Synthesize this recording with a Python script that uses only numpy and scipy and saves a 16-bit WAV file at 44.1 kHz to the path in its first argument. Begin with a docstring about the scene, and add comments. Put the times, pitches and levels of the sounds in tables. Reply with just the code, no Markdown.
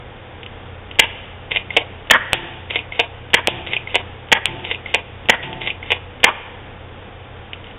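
"""A spring airsoft shotgun is fired six times in a back yard, pumped between shots, then laid on a table.
Each shot is a trigger click, a piston slam and a pop of air; four pellets hit a target, which rings on.
House wall and trees throw the clacks back over outdoor air and the faint hum of a distant machine.
A narrow-band camera microphone overloads on the loudest hits."""
import sys
import numpy as np
from scipy import signal
from scipy.fft import rfft, irfft, next_fast_len
from scipy.io import wavfile
from scipy.ndimage import uniform_filter1d

SR = 44100
rng = np.random.default_rng(int(sys.argv[2]) if len(sys.argv) > 2 else 0)


def unload_wav(signal):
    """Save mono or channel-first audio to the path in sys.argv[1] as 16-bit WAV at rate SR, clipped to [-1, 1]."""
    wavfile.write(
        sys.argv[1],
        SR,
        np.round(np.clip(np.atleast_2d(signal).T, -1, 1) * 32767).astype(np.int16),
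    )


N = 343358
MIC_BAND_HZ = 3672
BOUNCE_S = .0052  # time between rebounds against a stop

# The six shots. Each row: slam time in seconds, slam level in dB, rattle length in seconds,
# stock thump in dB, muzzle pop in dB, pop pitch in Hz, barrel note in dB against the pop,
# slam tilt in dB per octave, trigger lead in seconds, trigger level in dB.
SHOTS = [(0.993, 1, .006, -8, -21, 2800, -15, 6.5, .0053, -14),
         (2.1084, 2, .0054, -7.5, 0, 1830, -14.5, 0, .0088, -6.5),
         (3.3395, -3, .008, -7.5, -14.5, 1860, -10, .8, .0058, -9),
         (4.3227, -2.5, .0084, -8, -12.5, 1900, -16, 0, .0051, -4.5),
         (5.2939, -3.5, .008, -9, -11.5, 1960, -19, -.5, .0063, -9),
         (6.24, 1, .0066, -7, -9, 2030, 3, .5, .0077, -9.5)]
# Tone of the pump rail. Each row: frequency in Hz, level in dB.
RAIL_TONE = [(80, -28), (250, -19), (440, -4), (850, -8.5), (1230, -16), (1700, -10), (2100, 3), (2600, 0),
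             (3100, -0.5), (3700, -1.5)]
# Tone of the gun's shell. Each row: frequency in Hz, level in dB.
SHELL_TONE = [(100, -21), (600, -2.5), (1250, -15.5), (2200, -0.5), (3000, 5), (3800, -4)]


def amp(db):
    return 10 ** (np.asarray(db) / 20)


def unit_rms(x):
    return x / np.sqrt(np.mean(x ** 2) + 1e-20)


def curve(points, hz):
    """Straight lines between points on a log-frequency axis."""
    f, value = np.transpose(points)
    return np.interp(np.log(hz + 1), np.log(f + 1), value)


def add(mix, start_s, sound):
    part = mix[round(start_s * SR):][:len(sound)]
    part += sound[:len(part)]


def drift(rate_hz):
    """A slow random wander of unit size."""
    hz = np.fft.rfftfreq(N, 1 / SR)
    return unit_rms(irfft(rfft(rng.standard_normal(N)) / (1 + (hz / rate_hz) ** 4), N))


def colour(x, tone, tilt_db=0):
    """Minimum-phase EQ with a tilt per octave, closed above the microphone's band."""
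    size = next_fast_len(2 * len(x))
    hz = abs(np.fft.fftfreq(size, 1 / SR))
    db = curve(tone, hz) + tilt_db * np.log2((hz + 200) / 2000) - np.clip((hz - 3900) / 15, 0, 50)
    response = np.exp(np.conj(signal.hilbert(np.log(amp(db)))))
    return np.fft.ifft(np.fft.fft(x, size) * response).real[:len(x)]


def flatten(x, window):
    """Spreads a burst evenly over all frequencies while keeping it inside its time window."""
    for _ in range(4):
        z = rfft(x)
        x = irfft(z / (abs(z) + 1e-12), len(x)) * window
    return x


def burst(decay_s):
    """A dying puff of noise with an even spectrum."""
    t = np.arange(4096) / SR
    noise = rng.standard_normal(len(t)) * np.exp(-t / decay_s)
    return flatten(noise, np.exp(-(t / (3.4 * decay_s)) ** 2))


def knock(tone, ring_s, tilt_db=0):
    """A blow on crowded, quickly dying modes; its first moments have about unit level."""
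    x = colour(burst(ring_s), tone, tilt_db)
    return x * np.sqrt((ring_s / 2 + .0006) * SR / np.sum(x ** 2))


def bounces(tone, ring_s, loss_db, count=4, jitter=.2):
    """A blow against a stop and its ever weaker, slightly uneven rebounds."""
    out = np.zeros(SR // 5)
    for k, chance in enumerate(rng.uniform(-1, 1, count)):
        delay = BOUNCE_S * (k + jitter * chance * min(k, 1))
        add(out, delay, amp(loss_db * np.log2(1 + k)) * knock(tone, ring_s))
    return out


def slide(length_s, slips_per_s=2200):
    """Tiny slips of plastic that swell and fade over one stroke."""
    n = round(length_s * SR)
    slips = rng.choice([-1, 1], n) * (rng.random(n) < slips_per_s / SR)
    strength = amp(np.minimum(rng.exponential(1, n), 3))
    return unit_rms(colour(slips * strength, RAIL_TONE)) * signal.windows.tukey(n, .5)


def air_and_hum():
    """A bed of outdoor air and hiss, with the wavering hum of a distant machine."""
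    # Tone of the air. Each row: frequency in Hz, relative level in dB.
    air_tone = [(12, -36.5), (20, -7.5), (59, -7), (92, 2), (130, -11.5), (148, -12.5), (281, -14.5),
                (388, -15.5), (492, -10), (596, -17), (806, -13.5), (917, -17.5), (1110, -19.5),
                (1670, -21), (3400, -24)]
    # The machine's notes. Each row: frequency in Hz, level in dB.
    hum_notes = [(87.5, -44), (120.2, -45.5)]
    hz, t = np.fft.rfftfreq(N, 1 / SR), np.arange(N) / SR
    spectrum = rfft(rng.standard_normal(N)) * amp(curve(air_tone, hz)) * (hz < 4200)
    spectrum *= amp(curve([(50, 1), (80, -8.5), (120, -6.5), (170, 0)], hz))  # room for the hum
    air = irfft(spectrum, N) / np.std(irfft(spectrum * (hz > 150), N))
    hum = np.zeros(N)
    for note_hz, db in hum_notes:
        level = amp(db + 2.1 * drift(3.16)) * np.sqrt(2)
        hum += level * np.sin(2 * np.pi * note_hz * t + .63 * drift(2))
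    return amp(-39) * air * amp(.5 * drift(3.53)) + hum


def handling(squeeze_lead_s=.037, squeeze_db=-31, table_knocks=3):
    """The shell taps in the hands, the trigger creaks, and at last the gun scrapes onto the table."""
    # Taps on the shell. Each row: start in seconds, level in dB.
    taps = [(.431, -26), (.4624, -25), (.9124, -24), (2.323, -25), (5.5279, -22), (7.5325, -19)]
    # Laying the gun down: start and end in seconds, scrape level and knock level in dB.
    lay_down = (7.604, 7.741, -48, -33)
    out = np.zeros(N)
    squeezes = [(shot[0] - squeeze_lead_s, squeeze_db) for shot in SHOTS]
    for start, db in taps + squeezes:
        add(out, start, amp(db) * knock(SHELL_TONE, .0018))
    start, end, scrape_db, knock_db = lay_down
    add(out, start, amp(scrape_db) * slide(end - start))
    for k, chance in enumerate(rng.uniform(-.15, .15, table_knocks)):
        progress = (k + 1 + chance) / (table_knocks + 1)
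        add(out, start + (end - start) * progress, amp(knock_db) * knock(SHELL_TONE, .0018))
    return out


def shots(rush_db=-19, pop_width_hz=560, barrel_hz=1010, barrel_width_hz=440):
    """The trigger trips, the piston rushes, slams into the stock and rattles; air pops from the barrel."""
    # Tone of the piston's clack. Each row: frequency in Hz, level in dB.
    piston_tone = [(60, -35.5), (170, -13.5), (400, -19), (930, -7.5), (1250, -21.5), (1600, -8),
                   (2100, 0.5), (2500, -4.5), (3200, -4.5), (3800, -16.5)]
    # Tone of the stock's thump. Each row: frequency in Hz, level in dB.
    stock_tone = [(60, -23), (200, -8), (330, -7.5), (490, 2), (690, -7.5), (950, -1), (1250, -23),
                  (3000, -31.5)]
    gun, muzzle, hz = np.zeros(N), np.zeros(N), np.fft.rfftfreq(1024, 1 / SR)
    for slam, db, rattle, thump_db, pop_db, pop_hz, barrel_db, tilt_db, lead, trigger_db in SHOTS:
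        add(gun, slam - lead, amp(trigger_db) * knock(SHELL_TONE, .0016))
        add(gun, slam - lead, amp(rush_db) * slide(lead + rattle))
        for share, bounce_db in [(0, -3), (.42, 5.5), (.9, 1.5)]:
            add(gun, slam + share * rattle, amp(db + bounce_db) * knock(piston_tone, .0024, tilt_db))
        add(gun, slam + .001, amp(thump_db) * knock(stock_tone, .0055))
        # the air column has two broad resonances
        pop = 1 / (1 + (2 * (hz - pop_hz) / pop_width_hz) ** 2)
        barrel = amp(barrel_db) / (1 + (2 * (hz - barrel_hz) / barrel_width_hz) ** 2)
        column_tone = np.c_[hz, 20 * np.log10(pop + barrel)]
        add(muzzle, slam, amp(pop_db) * knock(column_tone, .009))
    return gun, muzzle


def pump_back(margin_s=.024):
    """The pump unlocks, slides back and clatters against its stop; then the sear catches the piston."""
    # Back strokes. Each row: time in seconds and level in dB for the unlock, the back stop
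    # and the sear in turn, then slide level in dB.
    strokes = [(1.5164, -11.5, 1.5603, -9, 1.5708, -8.5, -30), (2.7074, -15, 2.7578, -8.5, 2.790, -15, -30),
               (3.671, -19.5, 3.7333, -10, 3.765, -9, -32), (4.6495, -19, 4.7122, -10, 4.7465, -17, -34),
               (5.6165, -19, 5.6732, -11, 5.7028, -12.5, -31)]
    # Tone of the sear's click. Each row: frequency in Hz, level in dB.
    sear_tone = [(100, -31.5), (400, -17), (800, -10), (1200, -37), (1950, -26.5), (2420, 4.5),
                 (2800, -0.5), (3300, -7), (3800, -25.5)]
    out = np.zeros(N)
    for unlock, unlock_db, stop, stop_db, sear, sear_db, slide_db in strokes:
        add(out, unlock - .0055, amp(unlock_db - 6.5) * knock(RAIL_TONE, .002))  # slack is taken up
        add(out, unlock, amp(unlock_db) * knock(RAIL_TONE, .0032))
        add(out, unlock - margin_s, amp(slide_db) * slide(sear - unlock + 2 * margin_s))
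        add(out, stop - .0105, amp(stop_db - 12) * knock(RAIL_TONE, .003))  # catches on the rail
        add(out, stop, amp(stop_db) * bounces(RAIL_TONE, .0025, loss_db=-9))
        add(out, sear, amp(sear_db) * knock(sear_tone, .0018))
    return out


def pump_forward(margin_s=.016):
    """The feed clicks and seats a pellet; the pump slides home, meets its stop, grinds and slams shut."""
    # Forward strokes. Each row: time in seconds and level in dB for the feed click, the first touch
    # and the closing slam in turn, then slide level in dB.
    strokes = [(1.7046, -16, 1.7655, -5.5, 1.7705, -2, -37), (2.922, -19, 2.994, -6.5, 2.9985, -2.5, -36),
               (3.873, -19, 3.944, -11, 3.955, -2.5, -37), (4.859, -19, 4.941, -9, 4.9458, -2.5, -39),
               (5.8278, -20.5, 5.9046, -11, 5.9188, -3.8, -38)]
    # Tone of the feed's click. Each row: frequency in Hz, level in dB.
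    feed_tone = [(100, -27.5), (450, -16.5), (780, -6.5), (1250, -30.5), (1750, -20.5), (2120, 6.5),
                 (2550, -14), (3200, -9.5), (3800, -21.5)]
    # Tone of the front stop. Each row: frequency in Hz, level in dB.
    stop_tone = [(70, -48.5), (220, -22), (430, 0.5), (700, 0.5), (950, -3), (1260, -18.5), (1700, -5.5),
                 (2250, 3), (2800, 2.5), (3500, -1), (3800, -4)]
    out = np.zeros(N)
    for feed, feed_db, touch, touch_db, shut, shut_db, slide_db in strokes:
        add(out, feed, amp(feed_db) * knock(feed_tone, .0018))
        add(out, feed + .034, amp(feed_db - 12) * knock(SHELL_TONE, .0018))  # the pellet seats
        add(out, feed - margin_s, amp(slide_db) * slide(shut - feed + 2 * margin_s))
        add(out, touch, amp(touch_db) * bounces(stop_tone, .0022, loss_db=-6, count=2))
        add(out, touch, amp(touch_db - 10) * slide(shut - touch + BOUNCE_S))  # the grind
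        add(out, shut, amp(shut_db) * bounces(stop_tone, .0018, loss_db=-7, count=3))
    return out


def target_hits(waver_db=3, bloom_s=.06):
    """Each pellet cracks on the face; the backing thuds and the loose stand blooms into a wavering ring."""
    # Pellet hits. Each row: start in seconds, crack level in dB, crack tilt in dB per octave,
    # then the levels of scattered crack, ring and thud in dB.
    pellets = [(2.3318, 4.5, 0, -5.5, -30, -22), (3.4732, 3.5, 0, -5, -28.5, -13.5),
               (4.4566, 2, 4.5, -8.5, -27.5, -38), (5.4288, -23, 0, -12, -27, -38)]
    # Modes of the target and its stand. Each row: frequency in Hz, level in dB, T60 in seconds.
    modes = [(124.3, 0, 0.725), (153, -6, 0.86), (188.6, -5.5, .6), (274, -10.5, 1), (342, -3, 1.0),
             (377, -2.5, .6), (674, -7.5, 1), (740, -5.5, 0.95), (884, -1, 0.84), (1023, 2, 0.21)]
    # Tone of the crack on the face. 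Each row: frequency in Hz, level in dB.
    crack_tone = [(100, -13), (300, -22), (750, -9.5), (1200, -17.5), (1900, -12), (2500, -4), (3200, -5.5),
                  (3800, -9.5)]
    # Tone of the backing's thud. Each row: frequency in Hz, level in dB.
    thud_tone = [(80, -32), (300, 0.5), (500, 5.5), (800, 4), (1300, -24), (3800, -58)]
    out, scattered, t = np.zeros(N), np.zeros(N), np.arange(SR) / SR
    for start, crack_db, tilt_db, scatter_db, ring_db, thud_db in pellets:
        add(out, start, amp(crack_db) * knock(crack_tone, .00027, tilt_db))
        add(out, start + .00667, amp(thud_db) * knock(thud_tone, .01))
        add(out, start + .00201, amp(scatter_db - 14) * knock(crack_tone, .029))
        add(scattered, start, amp(scatter_db) * knock(crack_tone, .004))  # send to the trees
        for hz, db, t60 in modes:
            swell, sway = unit_rms(uniform_filter1d(rng.standard_normal((2, SR)), size=1200))
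            envelope = amp(db + waver_db * swell - 60 * t / t60) * (1 - np.exp(-t / bloom_s))
            note = np.sin(2 * np.pi * (hz * t + rng.random()) + .5 * sway)
            add(out, start, amp(ring_db) * envelope * note)
    return out, scattered


def loose_parts(x, db, decay_s, count=3):
    """Spring, magazine and stock add a short buzz to every blow, never twice alike."""
    out, turn = x.copy(), np.arange(N) * 70 / SR
    for part in range(count):
        buzz = burst(decay_s)
        share = np.cos(2 * np.pi * (turn + part / count)) ** 2  # the parts take turns
        out += amp(db) * signal.oaconvolve(x * share, buzz / np.linalg.norm(buzz))[:N]
    return out


def wall_echo(x, siding_s=.026, corner_s=.046, slap_gain=.42):
    """Deck and furniture scatter at once; the flat siding slaps back later, then the house corner."""
    # Tone of the early echoes. Each row: frequency in Hz, level in dB.
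    wall_tone = [(100, -3.5), (400, 0), (750, 0.5), (1050, 4), (1800, -3), (2400, -6), (3500, -4)]
    t = np.arange(SR // 8) / SR
    times = [.004, .012, siding_s - .004, siding_s, siding_s + .005, corner_s, corner_s + .021, .11]
    envelope = amp(np.interp(t, times, [-38.5, -6, -6, -3, -5, -1, -13.5, -44]))
    echoes = colour(flatten(rng.standard_normal(len(t)) * envelope, envelope ** (1 / 4)), wall_tone)
    echoes *= np.sqrt(2 * MIC_BAND_HZ / SR) / np.linalg.norm(echoes)
    out = signal.oaconvolve(x, echoes)[:N] * amp(-1.5)
    add(out, siding_s, slap_gain * x)
    return out


def tree_echo(x, rise_s=.058, paths=3):
    """Trunks and leaves scatter a long faint tail; successive blows take different paths."""
    # Tone of the tail. Each row: frequency in Hz, level in dB.
    tail_tone = [(100, -3.5), (500, 0.5), (1200, -5), (2100, -5.5), (3500, -5)]
    # How long the trees hold the sound. 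Each row: frequency in Hz, T60 in seconds.
    tail_t60 = [(200, 0.29), (1000, 1), (2000, 0.98), (3500, 1)]
    out, turn = np.zeros(N), np.arange(N) * 45 / SR
    for path in range(paths):
        hz, t, bands = signal.stft(rng.standard_normal(SR), SR, nperseg=256)
        bands = bands * amp(-60 * t / curve(tail_t60, hz)[:, None]) * (1 - np.exp(-t / rise_s))
        tail = colour(signal.istft(bands, SR, nperseg=256)[1], tail_tone)
        share = np.cos(2 * np.pi * (turn + path / paths)) ** 2
        out += signal.oaconvolve(x * share, tail / np.linalg.norm(tail))[:N]
    return out * np.sqrt(2 * MIC_BAND_HZ / SR)


def scene():
    """Gun, target, yard echoes and background in a mono mix."""
    gun, muzzle = shots()
    gun = loose_parts(gun, db=-12, decay_s=.012)
    clatter = loose_parts(pump_back() + pump_forward() + handling(), db=-6, decay_s=.0096)
    hits, scattered = target_hits()
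    # the barrel points down the yard, so its pop has the gun's strongest echo send
    near = wall_echo(amp(-12.5) * gun + amp(-.7) * muzzle + amp(-13) * clatter)
    far = tree_echo(amp(-23.5) * gun + amp(-12.5) * muzzle + amp(-25.5) * clatter
                    + amp(-11.5) * scattered)
    return (gun + muzzle + clatter + hits + near + far + air_and_hum())[None]


def record(dry, ceiling=.94, hardness=11, top_hz=16200):
    """A microphone as dull as a telephone, then overload that spits treble on the loudest peaks."""
    mic_lowpass = signal.firwin(281, MIC_BAND_HZ, window=("kaiser", 8), fs=SR)
    top_lowpass = signal.firwin(255, top_hz, window=("kaiser", 9), fs=SR)
    narrow = signal.oaconvolve(dry, mic_lowpass[None], "same")
    clipped = narrow / (1 + abs(narrow / ceiling) ** hardness) ** (1 / hardness)
    return signal.oaconvolve(clipped, top_lowpass[None], "same")


dry = scene()
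out = record(dry)
unload_wav(out)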